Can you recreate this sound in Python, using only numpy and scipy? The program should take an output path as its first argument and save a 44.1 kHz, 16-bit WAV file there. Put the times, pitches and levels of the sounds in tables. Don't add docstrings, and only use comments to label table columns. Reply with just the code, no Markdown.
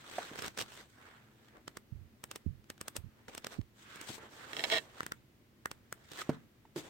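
import sys
import numpy as np
from scipy import signal
from scipy.fft import rfft, irfft
from scipy.io import wavfile
from scipy.ndimage import uniform_filter1d

SR = 44100
rng = np.random.default_rng(int(sys.argv[2]) if len(sys.argv) > 2 else 0)


def transcribe(signal):
    frames = np.atleast_2d(signal).T
    limited = np.clip(frames, -1, 1)
    pcm = np.round(limited * 32767).astype(np.int16)
    wavfile.write(sys.argv[1], SR, pcm)


N = 304145

# (time [s], level [dB], hollow between the pages [dB], brightness [dB])
FLICKS = [(.358, -22, 10.5, -6), (0.3892, -16.5, 9, -6), (0.3926, -9, -3, -11), (0.422, -16, 6, -3),
          (.424, -11, -3, -10), (0.4455, -12, 5, -13), (.463, -11, -4, -5), (.4814, -10, -0.5, -7),
          (0.5759, -9, -1.5, -7), (0.5876, -6, -7, -5), (0.5915, -9, 4, -7), (0.6031, -5, -11, -10),
          (0.6092, -9, -3, -11), (.614, -5.5, -0.5, -7), (0.623, -7.5, -6, -8), (1.6801, -11.5, 2, -8.5),
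          (1.7714, -15, 3.5, -3), (2.24, -14, 2.5, 0.5), (2.3139, -11, 0, -4), (2.3597, -12.5, -1, -1),
          (2.702, -12.5, 2.5, -3.5), (2.8131, -12, 2.5, 0), (2.8823, -10, 0, 1), (2.9558, -26, 5, -16),
          (2.966, -6, -2, 1.5), (3.2836, -21, 6.5, -11), (3.3501, -16.5, 0.5, -1),
          (3.3792, -10.5, -4, -3.5), (3.4461, -9, 0.5, -10), (3.4689, -8, -1, -6.5), (3.959, -21.5, -2, -1),
          (4.014, -15.5, -0.5, 0), (5.0063, -14, 16.5, -9), (5.032, -19, 7, -6), (5.065, -14, 9, -2),
          (5.121, -10, 9, -6.5), (5.658, -12, 15.5, -2.5), (5.7149, -12, 2.5, -4.5), (5.9264, -14, 8, 1.5),
          (6.1186, -16, -3.5, -5.5)]
# (time [s], level [dB])
SLIPS = [(4.532, -7.5), (4.5467, -19), (4.567, -3.5), (4.5873, -12), (4.5938, -2.5), (4.6053, -7),
         (4.639, 4), (4.6432, 0.5), (4.6511, -7), (4.6982, -12), (4.7002, 0), (4.714, -9), (4.7188, -9.5),
         (4.7833, -3.5)]
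# (time [s], level of one slip [dB])
CREAK = [(4.569, -20.5), (4.692, -22), (4.717, 2), (4.755, 2), (4.783, -3), (4.796, -31)]
# (time [s], level [dB], pitch [Hz], ring t60 [s], tick level [dB], floor shudder level [dB])
KNOCKS = [(.1830, -21, 656, 0.031, -19, -24), (.1885, -24, 683, 0.026, -19, -34),
          (0.314, -38, 282, 0.029, -28, 3.5), (4.092, -35, 125, 0.029, -10, -9),
          (4.102, -31.5, 265, 0.015, -7, -3), (4.181, -32.5, 415, 0.0059, -9, -12),
          (6.217, -30.5, 1263, 0.027, -28, -25), (6.2925, -9, 262, 0.0087, -24.5, -10),
          (6.2978, -20, 477, 0.007, -19, -3.5), (6.652, -48, 908, 0.02, -17, 0),
          (6.7598, -31, 357, 0.1, -2.5, -4.5), (6.7655, -37, 430, 0.026, -2, 10.5),
          (6.777, -31.5, 313, 0.044, -3.5, -9)]
# (frequency [Hz], level [dB], t60 [s])
FLOOR_MODES = [(148, -13.5, 0.11), (187, -17.5, 0.044), (260, -34.5, 0.36), (319, -21, 0.1),
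               (444, -18, 0.17), (558, -26.5, 0.088)]
# (time [s], level [dB], upper edge of the push [Hz], decay time of the wake [s])
PUFFS = [(1.926, -36.5, 156, 0.061), (2.466, -26.5, 236, 0.039), (2.987, -41, 150, 0.034),
         (3.045, -35, 141, 0.018), (3.592, -25, 242, 0.016)]
# (time [s], level [dB])
TICKS = [(0.2293, -15.5), (0.7747, -19.5), (1.447, -33.5), (1.485, -31), (1.57, -33), (1.582, -39),
         (2.642, -33), (2.779, -26), (3.614, -25), (6.134, -17), (6.174, -16.5)]
# (time of greatest speed [s], level [dB], rise [s], fall [s],
# body [dB], brightness [dB], left-right difference [dB])
SHEET_STROKES = [(.18, -39, 0.17, 0.21, 1, -10, -0.5), (.39, -44, 0.089, .1, 2.5, -7.5, -3),
                 (.452, -31.5, .028, 0.026, -5, -10.5, 1.5), (.605, -35.5, 0.02, 0.021, 0, -3, 0),
                 (0.734, -47, 0.084, 0.074, -0.5, -6, -0.5), (0.809, -46, .05, 0.037, 3.5, -8.5, -0.5),
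                 (.92, -70.5, 0.074, 0.21, 2, 4, -1), (1.06, -47, .11, 0.18, -1, -18.5, -2.5),
                 (1.47, -61, 0.25, 0.12, 5, -10.5, -1), (1.555, -52, 0.038, 0.058, 5.5, -24, 1),
                 (1.76, -58, 0.021, .025, 8, -13, 2), (2.325, -58, 0.023, 0.054, 10, -9, -2),
                 (2.875, -50.5, .025, 0.018, 3, -13, -1), (3.23, -60, 0.17, 0.065, 0.5, -17, 0),
                 (3.289, -44, 0.0046, 0.016, 11, -8, 0), (3.34, -47.5, 0.047, 0.072, 2, -12.5, 0),
                 (3.531, -44.5, 0.037, 0.044, 5, -8, -3), (4.87, -54, .08, 0.095, 5, -18, -1),
                 (5, -46.5, 0.13, 0.1, 2.5, -11, -1.5), (6.05, -59, 0.21, .1, 2, -12.5, -2.5),
                 (6.165, -45, 0.082, .09, -1.5, -6.5, -2), (6.195, -33, 0.017, 0.023, -4.5, -10.5, -2),
                 (6.219, -38.5, 0.02, 0.0097, 0.5, -4, 0), (6.319, -46, 0.11, 0.071, 2, -16.5, -2)]
# (time of mid stroke [s], level [dB], rise [s], fall [s],
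# body [dB], brightness [dB], left-right difference [dB])
HAND_STROKES = [(3.82, -53.5, 0.06, .05, -3, -6.5, 0), (3.95, -42.5, .11, .15, -6.5, -14.5, -2.5),
                (4.04, -45.5, 0.024, .03, 1, -7.5, -5), (4.09, -42, 0.025, 0.037, 4, -3, 4.5),
                (4.145, -44, 0.035, 0.036, 3, -2, 4.5), (4.235, -43.5, 0.055, 0.056, 3.5, -17.5, -1.5),
                (4.36, -51.5, 0.069, .08, 7, -5, -1.5), (4.47, -42, 0.12, 0.13, -1, -15.5, -3),
                (4.66, -42, 0.16, 0.16, 7.5, -4, -3), (6.785, -41, 0.024, 0.031, 5.5, -2.5, 2.5),
                (6.86, -47.5, .05, 0.034, 10.5, -8, 0.5)]

# (frequency [Hz], bandwidth [Hz], level [dB])
COVER_MODES = [(218, 9.8, -11), (446, 22.4, 2.5), (648, 37, 4.5), (956, 37, 1.5), (1250, 34, -5.5),
               (1560, 250, -23), (1726, 24, -1.5), (1850, 94, 7), (2277, 68, -1.5), (2683, 45, -4),
               (3192, 186, -0.5), (3160, 62, -6), (3277, 60, -4), (3800, 76, -1), (3975, 36, -0.5),
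               (4170, 160, -10), (5440, 73, -4.5), (7750, 400, -43)]
# (frequency [Hz], level [dB])
CRACK_SPECTRUM = [(100, -18), (400, -7), (1000, -18), (1900, -3.5), (3800, -4.5), (5000, -20),
                  (8500, -18.5), (10000, -31.5), (15000, -27.5)]
# (frequency [Hz], level [dB])
SNAP_SPECTRUM = [(30, -14), (120, -2.5), (470, 1.5), (740, -2.5), (1350, 4.5), (1900, 1), (2300, -1),
                 (2900, 0.5), (4500, -5), (5500, -1), (7000, -2.5), (8600, 1), (9900, -9.5), (12000, -8.5),
                 (15500, -9.5)]
# (frequency [Hz], level [dB])
SLIDE_SPECTRUM = [(30, -16), (120, -22.5), (300, 2.5), (550, -2.5), (900, -2), (1500, 0.5), (1950, -1),
                  (2600, 0), (3500, 3.5), (4800, -0.5), (5500, 0), (8400, 0), (10000, -12.5), (12000, -9.5),
                  (15500, -11.5)]
# (frequency [Hz], level [dB])
AIR_SPECTRUM = [(20, -20.5), (60, -6), (100, -2), (128, 1), (175, -13), (215, -0.5), (275, -8), (335, -6.5),
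                (450, -14), (800, -21.5), (2000, -21.5), (5000, -29.5), (10000, -35.5), (15500, -30.5)]

# (frequency [Hz], correlation [-1 to 1])
PORT_CORRELATION = [(50, 1), (150, 0.84), (320, 0.78), (700, 0.4), (1400, 0), (3000, 0.01), (7000, -0.01),
                    (15000, 0)]
# (frequency [Hz], left-right difference [dB])
SNAP_BALANCE = [(100, -10.5), (450, -5), (800, -6), (1350, 1), (2400, 0), (4000, -5.5), (9000, 3),
                (15000, 2)]
# (frequency [Hz], left-right difference [dB])
COVER_BALANCE = [(400, -3.5), (700, -3), (1500, -5), (2000, -0.5), (3000, -16), (4200, -5.5), (6000, -10),
                 (12000, 8)]
# (frequency [Hz], t60 [s])
ROOM_T60 = [(120, 0.44), (500, 0.033), (2000, 0.093), (6000, 0.056), (15000, 0.15)]

# (frequency [Hz], share [0 to 1])
BODY_REACH = [(800, 1), (1150, 0)]
# (frequency [Hz], share [0 to 1])
HOLLOW_REACH = [(480, 0), (850, .5), (1350, 1), (1950, 1), (2450, 0)]
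# (frequency [Hz], share [0 to 1])
PUSH_REACH = [(480, 1), (780, 0)]
# (frequency [Hz], share [0 to 1])
SNAP_TREBLE_REACH = [(5000, 0), (8000, 1)]
# (frequency [Hz], share [0 to 1])
SLIDE_TREBLE_REACH = [(1700, 0), (5500, 1)]

SCRAPE_DB, SCRAPE_PER_HOLLOW = -1, -1.05
PUSH_DB, PUSH_PER_LEVEL, PUSH_PER_HOLLOW = -2.5, -0.68, 0.19
GLIDE_DB, GLIDE_RISE_S, GLIDE_FALL_S, GLIDE_BODY_DB, GLIDE_BRIGHT_DB = -49, 0.038, 0.068, 4, -10.5
SLIPS_PER_S, RATE_POWER = 460, .25
STROKE_DROP_DB, SHEET_ROUNDNESS, HAND_ROUNDNESS = 11, 1.18, 2.4
AIR_DB = -64.5
EDGE_HZ = 16050

SIZE = 4096
LEAD = SIZE // 4
BINS = np.fft.rfftfreq(SIZE, 1 / SR)
AROUND = (np.arange(SIZE) - LEAD) / SR


def amp(db):
    return 10 ** (np.asarray(db) / 20)


def unit(x):
    return x / np.sqrt(np.sum(x ** 2, -1, keepdims=True) + 1e-20)


def read(points, hz):
    f, value = np.transpose(points)
    return np.interp(np.log(hz + 1), np.log(f), value)


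def sides(difference):
    return np.array([[.5], [-.5]]) * difference


def add(mix, s, sound):
    part = mix[:, max(round(s * SR), 0):][:, :sound.shape[1]]
    part += sound[:, :part.shape[1]]


def correlate(a, b, correlation):
    correlation = np.clip(correlation, -1, 1)
    return np.array([a, correlation * a + np.sqrt(1 - correlation ** 2) * b])


def noise_pair(correlation, count):
    a, b = rng.standard_normal((2, count))
    return correlate(a, b, correlation)


def whiten(x, size):
    spectrum = rfft(x)
    smooth_power = abs(uniform_filter1d(abs(spectrum) ** 2, size, axis=-1))
    return unit(irfft(spectrum / np.sqrt(smooth_power + 1e-12), x.shape[-1]))


def colour(x, db):
    log_gain = np.log(amp(db))
    circle = np.concatenate([log_gain, log_gain[..., -2:0:-1]], -1)
    phase = -signal.hilbert(circle).imag[..., :len(BINS)]
    return irfft(rfft(x) * np.exp(log_gain + 1j * phase))


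def burst(decay_s, correlation):
    fade = np.exp(-np.arange(SIZE) / SR / decay_s)
    scratch = whiten(noise_pair(correlation, SIZE) * fade, size=90)
    return unit(scratch * np.sqrt(fade))


def port_noise(drive, field, size):
    hz, t, (a, b) = signal.stft(drive, SR, nperseg=size, noverlap=size * 3 // 4)
    z = correlate(a, b, read(PORT_CORRELATION, hz)[:, None])
    z = z * amp(field(t, hz[:, None]))
    return signal.istft(z, SR, nperseg=size, noverlap=size * 3 // 4)[1][:, :N]


def flicks(rise_s=0.00044, snap_s=0.00081, lead_s=0.0028, tail_s=0.0041, correlation=0.35,
           lump_db=3, level_db=-0.5, pan_db=0.5, dull_db=-4, crisp_db=3):
    out = np.zeros((2, N))
    release = np.exp(-abs(AROUND / np.where(AROUND < 0, rise_s, snap_s)))
    swell = np.exp(-abs(AROUND / np.where(AROUND < 0, lead_s, tail_s)))
    treble = read(SNAP_TREBLE_REACH, BINS)
    balance = sides(pan_db + read(SNAP_BALANCE, BINS))
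    for s, db, hollow, bright in FLICKS:
        push = PUSH_DB + PUSH_PER_LEVEL * db + PUSH_PER_HOLLOW * hollow
        scrape = amp(SCRAPE_DB + SCRAPE_PER_HOLLOW * hollow)
        snap = whiten(noise_pair(correlation, SIZE) * release, size=50)
        swings = np.interp(np.arange(SIZE), np.linspace(0, SIZE, 80), rng.standard_normal(80))
        shiver = whiten(noise_pair(correlation, SIZE) * amp(lump_db * swings) * swell, size=90)
        snap = colour(snap, crisp_db * treble)
        shiver = colour(shiver, dull_db * treble)
        tone = read(SNAP_SPECTRUM, BINS) + push * read(PUSH_REACH, BINS)
        tone = tone + hollow * read(HOLLOW_REACH, BINS) + bright * treble
        sound = colour((snap + scrape * shiver) / np.hypot(1, scrape), tone + balance)
        add(out, s - LEAD / SR, amp(db + level_db) * sound)
    return out


def fibres(catches_per_s, catch_db, share):
    caught = rng.exponential(1, N)
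    sizes = amp(catch_db * np.minimum(caught, 5)) * (rng.random(N) < catches_per_s / SR)
    catches = unit(sizes * rng.standard_normal((2, N))) * np.sqrt(N)
    share = np.clip(share, 0, 1)
    return np.sqrt(1 - share) * rng.standard_normal((2, N)) + np.sqrt(share) * catches


def crackle(per_s=45, size_db=2.0, crackle_db=15, crackle_s=0.00035):
    buckled = rng.exponential(1, N)
    sizes = amp(size_db * np.minimum(buckled, 3)) * (rng.random(N) < per_s / SR)
    fade = unit(np.exp(-np.arange(400) / SR / crackle_s))
    return amp(crackle_db) * signal.oaconvolve(sizes, fade)[:N] * rng.standard_normal((2, N))


def slide(strokes, drive, roundness, patch_db, flutter_db, hollow_share=0.17):
    def field(t, hz):
        tones, swells, f = [], [], hz.ravel()
        for s, db, rise, fall, body, bright, pan in strokes:
            away = abs((t - s) / np.where(t < s, rise, fall))
            swells.append(amp(db - STROKE_DROP_DB * away ** roundness) ** 2)
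            tone = read(SLIDE_SPECTRUM, f) + body * read(BODY_REACH, f)
            tone += bright * read(SLIDE_TREBLE_REACH, f)
            tone -= hollow_share * bright * read(HOLLOW_REACH, f)
            tones.append(amp(tone + sides(pan)) ** 2)
        power = np.stack(tones, axis=-1) @ np.array(swells)
        patches = uniform_filter1d(rng.standard_normal((len(f), len(t))), size=4, axis=0)
        patches = uniform_filter1d(patches, size=24, axis=1)
        flutter = uniform_filter1d(rng.standard_normal(len(t)), size=5)
        variation = patch_db * patches / patches.std() + flutter_db * flutter / flutter.std()
        return 10 * np.log10(power + 1e-14) + variation
    return port_noise(drive, field, size=256)


def sheets(level_db=-0.56, glide_per_hollow=-0.27):
    glides = []
    for s, db, hollow, _ in FLICKS:
        glide_db = db + GLIDE_DB + glide_per_hollow * hollow
        glides.append((s, glide_db, GLIDE_RISE_S, GLIDE_FALL_S, GLIDE_BODY_DB, GLIDE_BRIGHT_DB, 0))
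    drive = fibres(catches_per_s=900, catch_db=2.5, share=0.26) + crackle()
    friction = slide(SHEET_STROKES + glides, drive, SHEET_ROUNDNESS, patch_db=1.9, flutter_db=1.6)
    return amp(level_db) * friction


def hand(level_db=-0.5):
    drive = fibres(catches_per_s=1500, catch_db=2.0, share=0.11)
    return amp(level_db) * slide(HAND_STROKES, drive, HAND_ROUNDNESS, patch_db=1.5, flutter_db=1.3)


def ticks(tick_s=0.0022, dull_db=-9):
    out = np.zeros((2, N))
    tone = read(SLIDE_SPECTRUM, BINS) + dull_db * read(SLIDE_TREBLE_REACH, BINS)
    for s, db in TICKS:
        add(out, s, amp(db) * colour(burst(tick_s, 0.32), tone))
    return out


def creak(jitter=0.38, spread_db=1.5, slip_db=2.0, run_db=-1.7, slip_s=0.0012,
          correlation=0.84, cross=0.81, crack_db=0):
    force = np.zeros((2, N))
    for s, db in SLIPS:
        add(force, s, amp(db + slip_db) * burst(slip_s, correlation))
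    times, levels = np.transpose(CREAK)
    s = times[0]
    for wait, strength in rng.standard_normal((120, 2)):
        scratch = burst(slip_s, correlation)
        if s < times[-1]:
            bend_db = np.interp(s, times, levels)
            add(force, s, amp(bend_db + run_db + spread_db * strength) * scratch)
            s += np.exp(jitter * wait) / (SLIPS_PER_S * amp(bend_db) ** RATE_POWER)
    t = np.arange(SIZE) / SR
    crack = colour(signal.unit_impulse(SIZE), read(CRACK_SPECTRUM, BINS) + crack_db)
    response = np.zeros((2, SIZE)) + crack
    for k, (hz, width, db) in enumerate(COVER_MODES):
        phase = k * np.pi / 2 + sides(cross * (-1) ** k * min(hz / 1000, 2))
        decay = 2 * np.pi * width / SR * np.exp(-np.pi * width * t)
        response += amp(db) * decay * np.sin(2 * np.pi * hz * t + phase)
    response = colour(response, sides(read(COVER_BALANCE, BINS)))
    return signal.oaconvolve(force, response, axes=1)[:, :N]


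def knocks(rise_s=0.00064, tick_s=0.0056, tick_edge_hz=2500, pan_db=-2.5, low_hz=125,
           thud_db=-4, thud_s=0.0055):
    out, t = np.zeros((2, N)), np.arange(SR // 3) / SR
    shudder = sum(amp(db - 60 * t / t60) * np.sin(2 * np.pi * hz * t) for hz, db, t60 in FLOOR_MODES)
    tick_filter = signal.butter(1, tick_edge_hz, fs=SR)
    for s, db, hz, t60, tick_db, floor_db in KNOCKS:
        ring = amp(-60 * t / t60) * np.sin(2 * np.pi * hz * t)
        thud_filter = signal.butter(2, [hz / 2, hz * 2.5], "band", fs=SR)
        thud = signal.lfilter(*thud_filter, noise_pair(0.99, len(t))) * np.exp(-t / thud_s)
        tick = signal.lfilter(*tick_filter, noise_pair(0.13, len(t))) * np.exp(-t / tick_s)
        blow = ring + amp(thud_db) * thud + amp(tick_db) * tick + amp(floor_db) * shudder
        blow = blow * (1 - np.exp(-t / rise_s))
        add(out, s, amp(db + sides(pan_db)) * blow)
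    return signal.lfilter(*signal.butter(2, low_hz, "high", fs=SR), out)


def eddy(envelope, edge_hz, low_hz=64):
    hz = np.fft.rfftfreq(len(envelope), 1 / SR)
    swirl = whiten(rng.standard_normal(len(envelope)) * envelope, size=30)
    band = hz ** 2 / (hz ** 2 + low_hz ** 2) / (1 + (hz / edge_hz) ** 4.97)
    return unit(irfft(rfft(swirl) * band)) * np.linalg.norm(envelope)


def puffs(left_db=-32, push_s=0.0036, push_db=2.0, wake_db=-3, wake_edge_hz=112):
    out, t = np.zeros((2, N)), np.arange(-SIZE, 4 * SIZE) / SR
    for s, db, edge_hz, wake_s in PUFFS:
        push = amp(push_db) * eddy(np.exp(-(t / push_s) ** 2), edge_hz)
        wake = amp(wake_db) * eddy((t > 0) * np.exp(-abs(t) / wake_s), wake_edge_hz)
        add(out, s + t[0], amp(db + np.array([[left_db], [0]])) * (push + wake))
    return out


def room(x, delay_s=0.011):
    hz, t, z = signal.stft(rng.standard_normal((2, SR // 2)), SR, nperseg=256)
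    decay = amp(-60 * t / read(ROOM_T60, hz)[:, None])
    tail = signal.istft(z * decay, SR, nperseg=256)[1]
    tail *= np.arange(tail.shape[1]) / SR > delay_s
    return signal.fftconvolve(x, unit(tail), axes=1)[:, :N]


def air():
    noise = port_noise(rng.standard_normal((2, N)), lambda t, hz: read(AIR_SPECTRUM, hz), size=4096)
    return amp(AIR_DB) * np.sqrt(N) * unit(noise)


def scene(room_db=-17):
    book = flicks() + sheets() + hand() + ticks() + creak() + knocks()
    return book + amp(room_db) * room(book) + puffs() + air()


def record(dry):
    low_pass = signal.firwin(301, EDGE_HZ, window=("kaiser", 8), fs=SR)
    return signal.oaconvolve(dry, low_pass[None], "same")


dry = scene()
out = record(dry)
transcribe(out)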